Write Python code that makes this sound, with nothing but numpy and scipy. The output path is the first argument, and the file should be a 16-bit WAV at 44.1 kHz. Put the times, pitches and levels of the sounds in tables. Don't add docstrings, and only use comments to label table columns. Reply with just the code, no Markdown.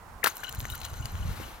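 import sys
import numpy as np
from scipy import signal
from scipy.fft import rfft, irfft
from scipy.io import wavfile

SR = 44100
rng = np.random.default_rng(int(sys.argv[2]) if len(sys.argv) > 2 else 0)


def unload_audio(sound):
    columns = np.transpose(np.atleast_2d(sound))
    steps = np.round(np.clip(columns, -1, 1) * 32767)
    wavfile.write(sys.argv[1], SR, steps.astype(np.int16))


def gain_from_db(level_db):
    decades = np.asarray(level_db, float) / 20
    return 10 ** decades


N = 70560
T = np.arange(N) / SR
BIN_HZ = np.maximum(np.arange(N // 2 + 1) * SR / N, 5)
LEFT_RIGHT = np.array([[1], [-1]])

# (pitch_hz, level_db)
HUSH_SPECTRUM = [(88, -45), (150, -15.5), (534, -10.5), (649, -9), (871, -3), (960, -6), (1040, -4),
                 (2870, -24.5), (16000, -32.5)]
# (pitch_hz, lean_db)
HUSH_LEAN = [(60, 14), (150, -5.5), (380, -2.5), (950, -8), (2380, -7.5), (5980, 4), (15000, -3)]
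# (pitch_hz, likeness_0_to_1)
HUSH_LIKENESS = [(60, 1), (240, 0.65), (950, 0.74), (3770, 0.043), (15000, 1)]
# (time_s, level_db)
GUST = [
    (0, -50),
    (.2, -50),
    (.38, -55),
    (.55, -40.5),
    (.68, -40.5),
    (.78, -44),
    (1., -41.5),
    (1.3, -32.5),
    (1.37, -41.5),
    (1.6, -48.5),
]
# (pitch_hz, level_db_per_hz)
WIND_SPECTRUM = [(12, -41), (20, 10), (87, 2.5), (129, -3.5), (225, -10), (400, -28), (520, -53),
                 (880, -120)]
# (pitch_hz, likeness_0_to_1)
WIND_LIKENESS = [(30, 0.86), (300, 0.63)]
# (centre_s, level_db, pitch_hz, length_turns)
EDDIES = [(0.586, -24, 87, 0.9), (0.547, -36, 61.6, 0.6), (0.634, -32.5, 115, 2.4), (0.723, -29, 68, 0.93),
          (0.828, -37, 66.5, 2.3), (0.930, -28.5, 85, 1.1), (.963, -34, 67, 1.2), (1.0044, -25, 89.5, 1),
          (1.052, -29, 105, 1.55), (1.149, -26.5, 80, 2.1), (1.206, -24, 74.6, 1.3), (1.236, -31, 87, 3.3),
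          (1.257, -23, 84, 0.59), (1.293, -30.5, 89, 4), (1.315, -42, 86, 0.74), (1.401, -33.5, 375, 1.2),
          (1.413, -34, 228, 1)]
# (time_s, hiss_db, rattle_over_hiss_db)
SLIDE = [
    (.24, -52, 15),
    (.33, -59.5, 8),
    (.6, -57, 9),
    (.87, -59, 11.5),
    (1.15, -56.5, 4),
    (1.32, -50, -2.5),
    (1.47, -50.5, -3.5),
    (1.6, -59.5, -9),
]
# (pitch_hz, level_db_per_hz)
SLIDE_SPECTRUM = [(180, -11.5), (300, -3.5), (343, -5), (656, -7.5), (774, -8), (2930, -12.5), (8640, -21),
                  (12500, -18), (16200, -26.5)]
# (pitch_hz, level_db)
SHARD_MODES = [(1450, -6), (2960, -7), (4060, -3), (6210, 0), (6880, -2.5), (7500, -2.5), (9300, -5)]
# (start_s, level_db, pitch_hz)
PINGS = [(.296, -27, 6480), (0.355, -24, 11600), (.364, -26, 12040), (0.367, -43.5, 4100),
         (.368, -22, 14500), (.400, -42, 6900), (.403, -38, 9200), (.403, -36, 11900), (0.416, -43, 6750),
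         (.4246, -36, 11900), (0.439, -39, 8800), (0.441, -30, 2942), (0.444, -40, 6160), (0.44, -45, 4200),
         (0.447, -42, 3990), (.468, -41, 4040), (0.467, -42, 2905), (0.481, -32, 2973), (0.485, -41, 4010),
         (0.479, -35.5, 7000), (.4925, -27, 13700), (.511, -31, 7300), (.5485, -30, 15100),
         (0.582, -37.5, 6700), (0.596, -27.5, 11830), (0.652, -31.5, 6330), (0.719, -28.5, 9310),
         (.899, -28, 12500), (.934, -41, 15300), (.969, -34, 12200), (.969, -40, 6000), (1.002, -39, 6600),
         (1.010, -40, 12200), (1.119, -28, 12600), (1.206, -45, 6500), (.700, -34, 14800),
         (0.701, -39.5, 2980), (.694, -43, 3800), (0.722, -32, 3860), (.832, -39.5, 3920),
         (0.85, -36, 2960), (.734, -26, 11900), (.753, -21.5, 12700), (0.838, -27, 15000),
         (0.845, -34, 4000), (1.025, -39, 2910), (1.0542, -39.5, 2920), (1.063, -34.5, 6700),
         (1.227, -39.5, 2940), (1.432, -40.5, 2940)]
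# (start_s, level_db, t60_s, treble_over_body_db)
CRACKS = [(0.2395, -25, 0.032, 9), (0.2427, -21, 0.024, 9.5), (0.261, -30, 0.015, 9.5),
          (.2640, -24.5, 0.016, 5), (0.2706, -20.5, 0.0076, 5), (0.2723, -33, 0.031, 14),
          (0.276, -25, 0.013, 5), (0.279, -39, 0.18, 6), (0.289, -40, 0.0051, 12), (0.38, -55, .006, 26),
          (.4250, -62, .006, 20), (0.3686, -51.5, 0.013, 27.5), (0.4364, -38, 0.058, 5.5),
          (0.4927, -35.5, 0.019, 8), (0.526, -42, 0.0069, 21), (0.548, -42.5, 0.014, 15),
          (0.556, -49, 0.0073, 21), (.590, -54, 0.0096, 26), (.6040, -45, 0.004, 24),
          (0.6125, -50, 0.0055, 26), (0.654, -37.5, 0.0091, 7), (0.699, -50, 0.13, 16.5),
          (0.749, -40, 0.039, 6), (0.7537, -42.5, 0.01, 15.5), (.815, -34, 0.016, 1),
          (0.832, -39, 0.037, -2), (0.845, -40, 0.035, -4), (0.852, -39.5, 0.037, 10),
          (0.863, -38, 0.016, -9), (0.778, -43, .006, 13), (0.803, -51, 0.0075, 20),
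          (.969, -56, 0.0085, 12), (1.0555, -39.5, 0.017, 12), (1.154, -35.5, 0.0039, -8)]
# (pitch_hz, level_db_per_hz)
CRACK_BODY = [(500, -29), (1000, -0.5), (1700, 0), (2600, -3), (4300, -1.5), (6500, -14), (10000, -18)]
# (pitch_hz, level_db_per_hz)
CRACK_TREBLE = [(3000, -37), (5500, 1), (9000, 1.5), (12500, 3), (16200, -2)]
# (pitch_hz, level_db_per_hz)
THUD_SPECTRUM = [(120, -34), (230, 4), (750, 14.5), (1400, -31)]
# (start_s, level_db, pitch_hz, t60_cycles)
SNAPS = [(0.2426, -12.5, 4340, 4), (0.2426, -13, 2600, 4.8), (.2446, -14, 1140, 2.3),
         (0.2602, -8.5, 1680, 7.9), (0.2615, -11.5, 3970, 10), (.2612, -45, 338, 2.4),
         (0.2708, -9, 1220, 5.4), (0.271, -33, 6000, 8), (.2738, -22, 5560, 6.8), (0.279, -20, 4250, 10),
         (0.4351, -23, 1800, 4.4), (0.5264, -22, 6150, 8.4), (.6040, -16.5, 4160, 3.9),
         (0.6533, -19.5, 1860, 6), (0.8498, -20.5, 6940, 23), (0.9406, -25, 6000, 5),
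         (1.0563, -24, 4580, 16), (1.0562, -29, 700, 2.5), (1.0572, -22, 6640, 14)]
# (end_s, level_db, length_s, last_pitch_hz)
WHISTLES = [(0.2386, -24, 0.012, 1563), (.2475, -20, .007, 1204), (0.2541, -26, .007, 1350),
            (0.2599, -18.5, 0.0087, 1552), (.2665, -43, 0.0094, 1640), (0.27, -20.5, .008, 1430),
            (0.277, -21.5, 0.0062, 1485), (0.289, -37, .009, 1410), (0.408, -46, 0.022, 1545),
            (.436, -34, 0.005, 1600), (0.491, -39, 0.027, 1500), (0.546, -41.5, 0.014, 1540),
            (0.638, -46, 0.014, 1770), (0.6512, -40.5, 0.012, 1448), (0.751, -38, 0.028, 1398)]
# (pitch_hz, lean_db)
ICE_LEAN = [(60, 0.5), (130, 1.0), (290, 3.0), (640, 10.0), (1410, 14.5), (3100, 11.5), (6820, 2.0),
            (15000, -2.5)]
# (pitch_hz, phase_rad)
ICE_PHASE = [(0, 0), (4650, -1.18), (7580, -1.57), (9910, -1.72), (11100, 1.25), (16400, -1.1)]


def at_bins(points):
    hz, value = np.array(points).T
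    return np.interp(np.log(BIN_HZ), np.log(hz), value)


def rms_one(x):
    return x / np.sqrt(np.mean(x ** 2) + 1e-20)


def coloured(x, spectrum):
    return irfft(rfft(x) * rms_one(gain_from_db(at_bins(spectrum))), N)


def drift(rate_hz):
    lowpass = 1 / (1 + (np.arange(len(BIN_HZ)) * SR / N / rate_hz) ** 2)
    return rms_one(irfft(rfft(rng.standard_normal(N)) * lowpass, N))


def ring(clicks, hz, t60_s):
    radius = gain_from_db(-60 / (t60_s * SR))
    turn = 2 * np.pi * hz / SR
    return signal.lfilter([0, np.sin(turn)], [1, -2 * radius * np.cos(turn), radius ** 2], clicks + 1e-18)


def wide_noise(spectrum, likeness, lean_db):
    mid, side = rfft(rng.standard_normal((2, N))) * gain_from_db(at_bins(spectrum))
    alike = np.clip(at_bins(likeness), 0, 1)
    ports = np.sqrt(1 + alike) * mid + np.sqrt(1 - alike) * side * LEFT_RIGHT
    return rms_one(irfft(ports * gain_from_db(LEFT_RIGHT * at_bins(lean_db) / 2), N))


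def shore_hush():
    level = gain_from_db(-49.5 + 0.5 * drift(27))
    return level * wide_noise([(60, -23)] + HUSH_SPECTRUM, HUSH_LIKENESS, HUSH_LEAN)


def wind():
    time_s, gust_db = np.transpose(GUST)
    level = gain_from_db(np.interp(T, time_s, gust_db) + 1.5 * drift(5.2))
    out = level * wide_noise(WIND_SPECTRUM + [(900, -74)], WIND_LIKENESS, [(20, 0), (400, 0)])
    lag_rad, side_db = 0.6, -7
    for centre_s, db, hz, turns in EDDIES:
        t = T - centre_s
        bell = gain_from_db(db) * np.exp(-(2 * t * hz / turns) ** 2)
        phase = 2 * np.pi * hz * t - lag_rad
        out += bell * (-np.cos(phase) + gain_from_db(side_db) * np.sin(phase) * LEFT_RIGHT)
    return out


def shard_rattle():
    knocks_per_s, t60_cycles = 1300, 75
    out = np.zeros(N)
    for hz, db in SHARD_MODES:
        struck = rng.random(N) < knocks_per_s / SR * gain_from_db(4 * drift(25)) / 4
        size = gain_from_db(db + 4 * rng.standard_normal(N)) * rng.choice([-1, 1], N)
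        out += ring(struck * size, hz, t60_cycles / hz)
    return rms_one(out)


def dry_ticks():
    ticks_per_s = 140
    caught = rng.random(N) < ticks_per_s / SR * gain_from_db(4 * drift(10))
    clicks = caught * gain_from_db(6.1 * rng.standard_normal(N))
    burst = rng.standard_normal(90) * gain_from_db(-0.4 * np.arange(90))
    return rms_one(coloured(np.convolve(clicks, burst)[:N], CRACK_TREBLE))


def slide():
    landing_s, rattle_gain_db, tick_db = 0.239, -2, -15
    time_s, hiss_db, rattle_db = np.transpose(SLIDE)
    level = gain_from_db(np.interp(T, time_s, hiss_db)) * (T > landing_s)
    hiss = coloured(rng.standard_normal(N), SLIDE_SPECTRUM) * gain_from_db(4.5 + 1.2 * drift(30))
    grit = shard_rattle() + gain_from_db(tick_db) * dry_ticks()
    return level * (hiss + gain_from_db(rattle_gain_db + np.interp(T, time_s, rattle_db)) * grit)


def pings():
    rise_s, t60_cycles, wobble_db = 0.0014, 145, 4.5
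    out = np.zeros(N)
    for start_s, db, hz in PINGS:
        t = np.maximum(T - start_s, 0)
        swell = 1 - np.exp(-t / rise_s)
        out += gain_from_db(db - 60 * t * hz / t60_cycles) * swell * np.sin(2 * np.pi * hz * t)
    return out * gain_from_db(wobble_db * drift(160))


def cracks():
    splinters_per_s, spread_db = 14000, 3
    snap_s = 0.011
    sizes = gain_from_db(spread_db * np.minimum(rng.exponential(1, (2, N)), 3)) * rng.choice([-1, 1], (2, N))
    swarm = sizes * (rng.random((2, N)) < splinters_per_s / SR)
    body, treble, thud = np.zeros((3, N))
    for start_s, db, t60_s, treble_db in CRACKS:
        env = (T >= start_s) * gain_from_db(-60 * np.maximum(T - start_s, 0) / t60_s)
        burst = env * swarm
        burst *= np.sqrt(np.sum(env ** 2) / np.sum(burst ** 2, axis=1, keepdims=True))
        burst[:, int(start_s * SR) + 1] += snap_s / t60_s
        body += gain_from_db(db) * burst[0]
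        treble += gain_from_db(db + treble_db) * burst[1]
        thud += gain_from_db(2 * db + 17) * burst[0]
    low = coloured(body, CRACK_BODY) + coloured(thud, THUD_SPECTRUM)
    return low + gain_from_db(-7) * coloured(treble, CRACK_TREBLE)


def snaps():
    out = np.zeros(N)
    for start_s, db, hz, t60_cycles in SNAPS:
        t = np.maximum(T - start_s, 0)
        out -= gain_from_db(db - 60 * t * hz / t60_cycles) * np.sin(2 * np.pi * hz * t)
    return signal.sosfilt(signal.butter(2, 170, "high", fs=SR, output="sos"), out)


def whistles():
    drop_hz, full_s, peak_at = 1650, 0.012, 0.68
    glide_per_db = 2.3
    first_db = WHISTLES[0][1]
    skew = np.log(0.5) / np.log(peak_at)
    out = np.zeros(N)
    for end_s, db, length_s, last_hz in WHISTLES:
        t = np.arange(int(length_s * SR)) / SR
        glide = drop_hz * gain_from_db(glide_per_db * min(db - first_db, 0))
        hz = last_hz + glide * ((length_s - t) / full_s) ** 2
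        shape = np.sin(np.pi * (t / length_s) ** skew) ** 2
        i = int((end_s - length_s) * SR)
        out[i:i + len(t)] += gain_from_db(db) * shape * np.sin(2 * np.pi * np.cumsum(hz) / SR)
    wobble_db = np.where(T < 0.3, -2.9, 5)
    return out * gain_from_db(wobble_db * drift(300))


def ice_to_ports(x):
    scatter_db, scatter_t60_s = -12, 0.03
    level = gain_from_db(LEFT_RIGHT * at_bins(ICE_LEAN) / 2)
    phase = np.exp(0.5j * LEFT_RIGHT * at_bins(ICE_PHASE))
    direct = irfft(rfft(x) * level * phase, N)
    size = SR // 10
    tails = np.gradient(rng.standard_normal((2, size)), axis=1) * gain_from_db(-60 * T[:size] / scatter_t60_s)
    tails /= np.sqrt(np.sum(tails ** 2, axis=1, keepdims=True))
    scattered = signal.fftconvolve(direct, tails, axes=1)[:, :N]
    return direct + gain_from_db(scatter_db) * scattered


def scene():
    hush = shore_hush()
    ice = whistles() + snaps() + cracks() + pings() + slide()
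    return ice_to_ports(ice) + hush + wind()


def roll_off(x):
    return signal.sosfilt(signal.butter(12, 16800, fs=SR, output="sos"), x)


def record(dry):
    overload = 0.95
    rounded = overload * np.tanh(dry / overload)
    x = signal.sosfilt(signal.butter(2, 32, "high", fs=SR, output="sos"), rounded)
    x = signal.sosfilt(signal.ellip(8, 0.5, 36, 16020, fs=SR, output="sos"), x)
    return roll_off(x)


dry = scene()
out = record(dry)
unload_audio(out)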